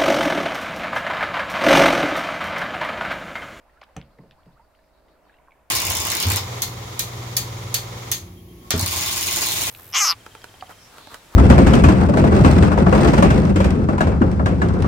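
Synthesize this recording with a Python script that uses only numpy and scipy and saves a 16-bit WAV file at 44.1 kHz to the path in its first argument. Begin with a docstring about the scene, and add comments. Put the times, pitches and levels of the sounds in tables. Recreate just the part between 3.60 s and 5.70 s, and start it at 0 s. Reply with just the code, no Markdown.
"""Netting a fish beside a small boat

On a calm lake a landing net rattles against a boat, and a few knocks make the hull ring.
A hooked fish stirs the water, which laps and plips as each bubble rings with a short rising tone.
Under it lie a low rumble of wind, the faint hum of an electric motor and distant birds."""
import sys
import numpy as np
from scipy import signal
from scipy.fft import rfft, irfft, next_fast_len
from scipy.io import wavfile
from scipy.ndimage import map_coordinates

SR = 44100
rng = np.random.default_rng(int(sys.argv[2]) if len(sys.argv) > 2 else 0)


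def materialize(psi):
    """Save the field psi as 16-bit PCM at rate SR to the path in sys.argv[1].

    A 1-D psi becomes a single channel; in a 2-D psi each row is a channel.
    """
    bounded = np.clip(np.atleast_2d(psi).T, -1, 1)
    quanta = np.round(bounded * 32767).astype(np.int16)
    wavfile.write(sys.argv[1], SR, quanta)


N = 92610

# The tone colours of the noises. Each row: frequency in Hz, relative level in dB.
AIR_COLOUR = [(12, -32), (25, -4.5), (65, -5), (168, -9), (434, -9), (620, -6), (780, -9), (1000, -10.5),
              (1710, -21), (3300, -29.5), (4600, -31.5), (7110, -30), (14700, -30), (16000, -35)]
WIND_COLOUR = [(10, -3.5), (25, -5), (42, 0), (58, -7.5), (75, -2.5), (100, -26), (300, -23.5), (2000, -84)]
TWITTER_COLOUR = [(1500, -54), (3000, -9), (4000, -0.5), (5000, -2.5), (6000, -13.5), (9000, -53)]
WASH_COLOUR = [(60, -73), (300, -13.5), (600, -6), (1000, -2.5), (1600, -7), (2600, -12.5), (3800, -24.5),
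               (7000, -33), (16000, -46)]
SLOSH_COLOUR = [(60, -28), (150, -2), (330, 2), (700, -1), (1200, -11), (4000, -47), (16000, -68)]
TINK_COLOUR = [(3000, -50), (5200, -23), (5800, 12.5), (6150, 10), (6550, 2), (7200, -7), (8000, -1),
               (9500, -13), (16000, -21)]
PANEL_COLOUR = [(30, -24), (120, -11), (250, 0.5), (600, -5), (1500, -13), (2800, -7), (4500, -22),
                (8000, -26), (16000, -50)]
# How alike a noise is in both ears. Each row: frequency in Hz, likeness (1 means the same).
EAR_LIKENESS = [(30, .94), (150, 0.67), (500, 0.61), (2000, 0.52), (5000, 0.22), (9000, 0.1), (14000, 0.13)]
# How hard the wind blows and the water is stirred. Each row: time in seconds, level in dB.
WIND_LEVELS = [(0, -66.5), (.35, -64.5), (.55, -61), (.95, -63.5), (1.15, -68.5), (2.1, -65)]
STIR_LEVELS = [(0, -59.5), (.18, -58.5), (.33, -59.5), (.55, -61.5), (.8, -61), (1.05, -64.5), (1.28, -64),
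               (1.48, -62.5), (1.58, -63), (1.72, -57.5), (1.85, -62), (2.1, -62.5)]
# The tones of the motor. Each row: multiple of the shaft speed, level in dB.
MOTOR_TONES = [(1, -69.5), (5, -82), (9, -78.5), (10, -77.5), (11, -72), (12, -78.5), (13, -82), (15, -84),
               (16, -81)]
# A songbird's notes. Each row: start and length in seconds, first and last pitch in Hz.
BIRD_NOTES = [(0.43, 0.034, 4600, 5270), (0.499, .04, 4300, 5150), (0.59, .04, 4700, 5020),
              (0.656, 0.016, 4880, 5240), (0.759, 0.056, 4960, 4530), (0.834, .05, 4790, 5100),
              (0.903, .04, 4000, 4360), (1.001, 0.042, 4780, 5100), (1.136, 0.031, 4000, 4760),
              (1.212, 0.053, 6140, 4750), (1.318, 0.037, 4320, 3600), (1.353, 0.038, 4030, 4850),
              (1.47, 0.069, 4030, 4610), (1.614, .05, 5800, 4230), (1.645, 0.051, 4420, 3760),
              (1.698, 0.045, 3850, 3480)]
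# Closing air pockets. Each row: start and length in seconds, level in dB, first and last pitch in Hz.
AIR_POCKETS = [(.155, .04, -57, 1300, 1650), (.26, .055, -59, 780, 1200), (.755, .06, -57.5, 760, 2100),
               (.96, .028, -56, 1150, 1850)]
# Single bubbles. Each row: start in seconds, level in dB, pitch in Hz, fade time in seconds,
# rise in octaves per second. A fade time (t60) is how long a sound takes to drop by 60 dB.
SINGLE_BUBBLES = [(.096, -51, 1850, 0.028, 2.3), (0.173, -51.5, 1656, 0.037, 4), (.297, -51, 1030, 0.04, 7),
                  (0.995, -48.5, 877, 0.13, 5.6), (1.188, -56.5, 1716, 0.058, 1.5),
                  (1.458, -52, 880, 0.025, 3.4), (1.667, -50, 967, 0.035, 3.4),
                  (1.695, -46.5, 1597, 0.035, 14), (1.74, -59, 2630, 0.086, 5.6),
                  (1.741, -50.5, 1850, .025, 15), (1.768, -54, 2860, 0.014, 3.5),
                  (1.787, -54.5, 2230, 0.021, 4), (1.798, -48.5, 960, 0.034, 1.8),
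                  (1.874, -56, 1570, 0.049, 2.8), (1.8829, -38, 1048, 0.017, 2),
                  (1.89, -48.5, 1000, 0.051, 10.2), (1.908, -50, 2340, 0.018, 4),
                  (1.919, -48.5, 2210, 0.04, 3.2)]
# Clacks of the net's handle and tackle. Each row: start in seconds, level in dB, centre in Hz,
# width in octaves, fade time in seconds.
NET_CLACKS = [(0.2138, -49.5, 2600, 0.34, .015), (.2152, -51, 4860, 0.42, 0.029),
              (0.216, -40, 1170, 0.94, 0.021), (.218, -41, 680, 0.59, 0.027),
              (0.228, -48, 2400, 0.45, 0.042), (0.2321, -38, 1070, 0.48, 0.013),
              (0.237, -45.5, 1670, 2.6, 0.015), (0.242, -54, 2600, 0.39, 0.022),
              (.365, -39.5, 2600, 0.5, 0.016), (.366, -34.5, 792, 0.14, 0.042),
              (0.414, -56, 3700, .3, 0.005), (.4148, -37.5, 2460, 0.53, 0.0053),
              (0.426, -51, 2900, 0.22, 0.013), (.587, -50, 1986, 0.091, .02),
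              (0.7107, -42, 2130, 0.79, 0.0076), (0.7182, -57.5, 2580, 0.62, 0.063),
              (0.833, -61, 2380, 0.7, 0.028), (.859, -54.5, 1480, 0.85, .012),
              (1.15, -55.5, 2430, 0.42, 0.014), (1.483, -60, 900, 1.3, 0.076)]
# The tones the hull rings with. Each row: pitch in Hz, relative level in dB, fade time in seconds.
HULL_TONES = [(58.3, -3.5, 0.27), (73, -9, 0.24), (132.7, 0.5, 0.22), (166.2, -1.5, 0.17), (177, 2.5, 0.11),
              (227, -10, 0.22), (287, -13, 0.186), (439.5, -5, 0.12), (558, -20.5, 0.53), (755, -7, 0.017),
              (880, -25, 0.08), (902, -10, .1), (1140, -5, 0.021), (1307, -5.5, 0.028), (1790, -7, 0.036),
              (2460, -13.5, 0.1), (2464, -19, 0.086)]
# Knocks on the hull. Each row: start in seconds, level in dB, lowest and highest strong pitch in Hz.
HULL_KNOCKS = [(.3645, -33, 45, 2620), (.586, -39.5, 128, 696), (.636, -42, 256, 603),
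               (.685, -51, 150, 257), (0.863, -44.5, 120, 496), (0.939, -58, 130, 400)]

TIME = np.arange(N) / SR
LEAD = 64  # samples of room ahead of a noise burst


def amp(db):
    """Turn decibels into a gain to multiply by."""
    return 10 ** (np.asarray(db) / 20)


def unit(x):
    """Scale a sound to an average strength (rms) of 1."""
    return x / np.sqrt(np.mean(x ** 2) + 1e-20)


def along(points, hz):
    """Read between the rows of a frequency table, on a scale of octaves."""
    freqs, values = np.transpose(points)
    return np.interp(np.log(hz + 1), np.log(freqs + 1), values)


def wobble(rate):
    """A smooth curve through `rate` random values a second."""
    return map_coordinates(rng.standard_normal(512), [TIME * rate], mode="wrap")


def hump(hz, centre, octaves):
    """A bell-shaped gain around a centre frequency."""
    return np.exp(-.5 * (np.log2((hz + 1) / centre) / octaves) ** 2)


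def filtered(x, gain):
    """Turn each frequency of a sound up or down by gain(Hz)."""
    n = x.shape[-1]
    padded = next_fast_len(n + 8192)
    return irfft(rfft(x, padded) * gain(np.fft.rfftfreq(padded, 1 / SR)), padded)[..., :n]


def noise(gain, size):
    """Steady noise of strength 1, coloured by gain(Hz)."""
    hz = np.fft.rfftfreq(size, 1 / SR)
    return unit(irfft(gain(hz) * np.exp(2j * np.pi * rng.random(len(hz))), size))


def burst(gain, fade):
    """Dying noise coloured by gain(Hz), as strong as its fade."""
    x = filtered(np.pad(rng.standard_normal(len(fade)) * fade, (LEAD, 0)), gain)
    return x * np.linalg.norm(fade) / np.linalg.norm(x)


def rush(colour):
    """Stereo noise of strength 1, centred in the bass and wide in the treble."""
    def gains(hz):
        spread = np.arccos(np.clip(along(EAR_LIKENESS, hz), -1, 1)) / 2
        return amp(along(colour, hz)) * [np.cos(spread), np.sin(spread)]
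    mid, side = filtered(rng.standard_normal((2, N)), gains)
    return unit(np.array([mid + side, mid - side]))


def glide(hz):
    """A pure tone that follows a changing pitch."""
    return np.sin(2 * np.pi * np.cumsum(hz) / SR)


def echo(x, t60):
    """Smear a sound into a fading tail, different for each ear."""
    t = np.arange(SR // 4) / SR
    tail = rng.standard_normal((2, len(t))) * amp(-60 * t / t60) * (1 - np.exp(-t / 0.0049))
    return signal.fftconvolve(x[None], tail / np.linalg.norm(tail[0]), axes=1)[:, :N]


def add(track, start, sound):
    """Mix a sound into a track at `start` seconds."""
    part = track[max(round(start * SR), 0):][:len(sound)]
    part += sound[:len(part)]


def place(x, right_db):
    """Move a sound to the right: that side goes up by right_db, the left goes down."""
    return x * amp([[-right_db], [right_db]])


def wind():
    """Wind rumbles in uneven gusts over the steady hush of open air."""
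    gusts = amp(np.interp(TIME, *np.transpose(WIND_LEVELS)) + wobble(14))
    return gusts * rush(WIND_COLOUR) + amp(-64.5) * rush(AIR_COLOUR)


def motor(shaft_hz=57.87, waver=0.005165):
    """A small electric motor hums on multiples of its slightly unsteady shaft speed."""
    phase = 2 * np.pi * np.cumsum(shaft_hz * (1 + waver * wobble(4))) / SR
    return np.sqrt(2) * sum(amp(db + 2.2 * wobble(6.04)) * np.sin(k * phase + 2 * np.pi * rng.random())
                            for k, db in MOTOR_TONES)


def songbird(roughness=0.081, dull_above_hz=4750):
    """Short sliding notes, smeared on their way across the lake; higher ones arrive weaker."""
    song = np.zeros(N)
    for start, length, first_hz, last_hz in BIRD_NOTES:
        progress = np.linspace(0, 1, round(length * SR))
        hz = first_hz + (last_hz - first_hz) * progress
        hz *= 1 + roughness * wobble(450)[:len(hz)]
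        swell = np.sin(np.pi * progress)
        add(song, start, swell * glide(hz) / (1 + (hz / dull_above_hz) ** 4))
    return amp(-65.5) * echo(song, t60=0.19)


def twitter(end_s=1.715, fade_s=0.21):
    """Birds still further off blur into a faint flickering hiss, which dies away."""
    fade = np.clip((end_s - TIME) / fade_s, 0, 1)
    return fade * amp(-79 + 1.2 * wobble(14.8)) * rush(TWITTER_COLOUR)


def wash(stir):
    """Stirred water makes a soft, flickering rush."""
    return amp(-6 + 1.5 * wobble(20.96)) * stir * rush(WASH_COLOUR)


def slosh(peak_s=1.577, spread_s=0.21):
    """Water heaves once against the hull in a low swell of noise."""
    swell = np.exp(-.5 * ((TIME - peak_s) / spread_s) ** 2)
    return amp(-65.5 + 1.5 * wobble(11.3)) * swell * rush(SLOSH_COLOUR)


def bubble(hz, t60, rise, build_cycles=.8):
    """A dying tone that rises as the bubble nears the surface, with a little splatter."""
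    t = np.arange(SR // 10) / SR
    tone = glide(hz * 2 ** (rise * t))
    splatter = amp(-11) * noise(lambda f: hump(f, hz, octaves=.55), len(t))
    return (tone + splatter) * amp(-60 * t / t60) * (1 - np.exp(-t * hz / build_cycles))


def lapping(stir, per_second=150, middle_hz=1279, spread_octaves=0.794, ring_cycles=64):
    """A crowd of small bubbles, louder when the water is stirred harder."""
    out = np.zeros(N)
    for _ in range(int(per_second * N / SR)):
        start = rng.random() * N / SR
        hz = middle_hz * 2 ** (spread_octaves * rng.normal())
        strength = amp(10 * min(rng.exponential(), 2)) * min(1, middle_hz / hz)
        add(out, start, strength * bubble(hz, t60=min(ring_cycles / hz, .08), rise=8))
    return amp(-9.5) * stir * unit(out)


def gurgles():
    """As a pocket of air closes, its soft tone sweeps upward ever faster."""
    out = np.zeros(N)
    for start, length, db, first_hz, last_hz in AIR_POCKETS:
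        progress = np.linspace(0, 1, round(length * SR))
        hz = first_hz * (last_hz / first_hz) ** (progress ** 2)
        add(out, start, amp(db) * np.sin(np.pi * progress) * glide(hz))
    return out


def plips():
    """Single bubbles ring out clearly around the fish and the net."""
    out = np.zeros(N)
    for start, db, hz, t60, rise in SINGLE_BUBBLES:
        add(out, start, amp(db) * bubble(hz, t60, rise))
    return out


def tackle(dull_above_hz=5000, tink_s=.366):
    """Net and tackle clack drily; in the hardest knock, metal meets metal with a bright tink."""
    out, t = np.zeros(N), np.arange(SR // 10) / SR
    dull = lambda f: 1 / np.sqrt(1 + (f / dull_above_hz) ** 20) + amp(-12)
    for start, db, hz, octaves, t60 in NET_CLACKS:
        colour = lambda f: (hump(f, hz, octaves) + amp(-32) * hump(f, hz, octaves=3.6)) * dull(f)
        add(out, start - LEAD / SR, burst(colour, amp(db - 60 * t / t60)))
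    fade = amp(-60 * t / 0.0059) + amp(-16.5 - 60 * t / 0.033)  # a sharp tick, then a softer ring
    tink = burst(lambda f: amp(along(TINK_COLOUR, f)), amp(-35.5) * fade)
    add(out, tink_s - LEAD / SR, tink)
    return out


def hull(build_cycles=0.71, panel_t60=0.23, drone_hz=164, drone_t60=0.57):
    """Knocks ring the hull and shake its panels; softer ones wake fewer tones. A low drone lingers."""
    out, t = np.zeros(N), np.arange(SR // 2) / SR
    for start, db, low_hz, high_hz in HULL_KNOCKS:
        reach = lambda f: 1 / np.sqrt((1 + (low_hz / (f + 1)) ** 4) * (1 + (f / high_hz) ** 4))
        ring = np.zeros(len(t))
        for k, (hz, tone_db, t60) in enumerate(HULL_TONES):
            tone = (-1) ** k * np.sin(2 * np.pi * hz * t + 0.62 * rng.normal())  # every other one flips
            build = 1 - np.exp(-t * hz / build_cycles)
            ring += reach(hz) * build * amp(tone_db - 60 * t / t60) * tone
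        panels = noise(lambda f: amp(along(PANEL_COLOUR, f)), len(t))
        shudder = filtered(panels * amp(-8.5 - 60 * t / panel_t60), reach)
        drone = noise(lambda f: hump(f, drone_hz, octaves=0.72), len(t))
        drone *= amp(-15.5 - 60 * t / drone_t60)
        add(out, start, amp(db) * (ring + shudder + drone))
    return out


def reflections(x, bright_above_hz=2900):
    """Treble bounces around inside the boat; the nearest surfaces make the two sides differ."""
    bright = filtered(x, lambda hz: hz / (hz + bright_above_hz))
    side = amp(-12) * echo(bright, t60=0.005)[0]
    return amp(-8) * echo(bright, t60=0.12) + np.array([side, -side])


def scene():
    """Boat and water close by, over wind, motor and birds."""
    stir = amp(np.interp(TIME, *np.transpose(STIR_LEVELS)))
    lake = wash(stir) + slosh()
    background = wind() + place(motor(), right_db=2) + songbird() + twitter()
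    boat = hull() + tackle()
    bubbles = plips() + gurgles() + lapping(stir)
    close_by = place(boat, right_db=0.4) + place(bubbles, right_db=1)
    return background + lake + close_by + reflections(boat + bubbles)


def record(dry, top_hz=15800):
    """Cut away the very highest treble."""
    return filtered(dry, lambda hz: hz < top_hz)


dry = scene()
out = record(dry)
materialize(out)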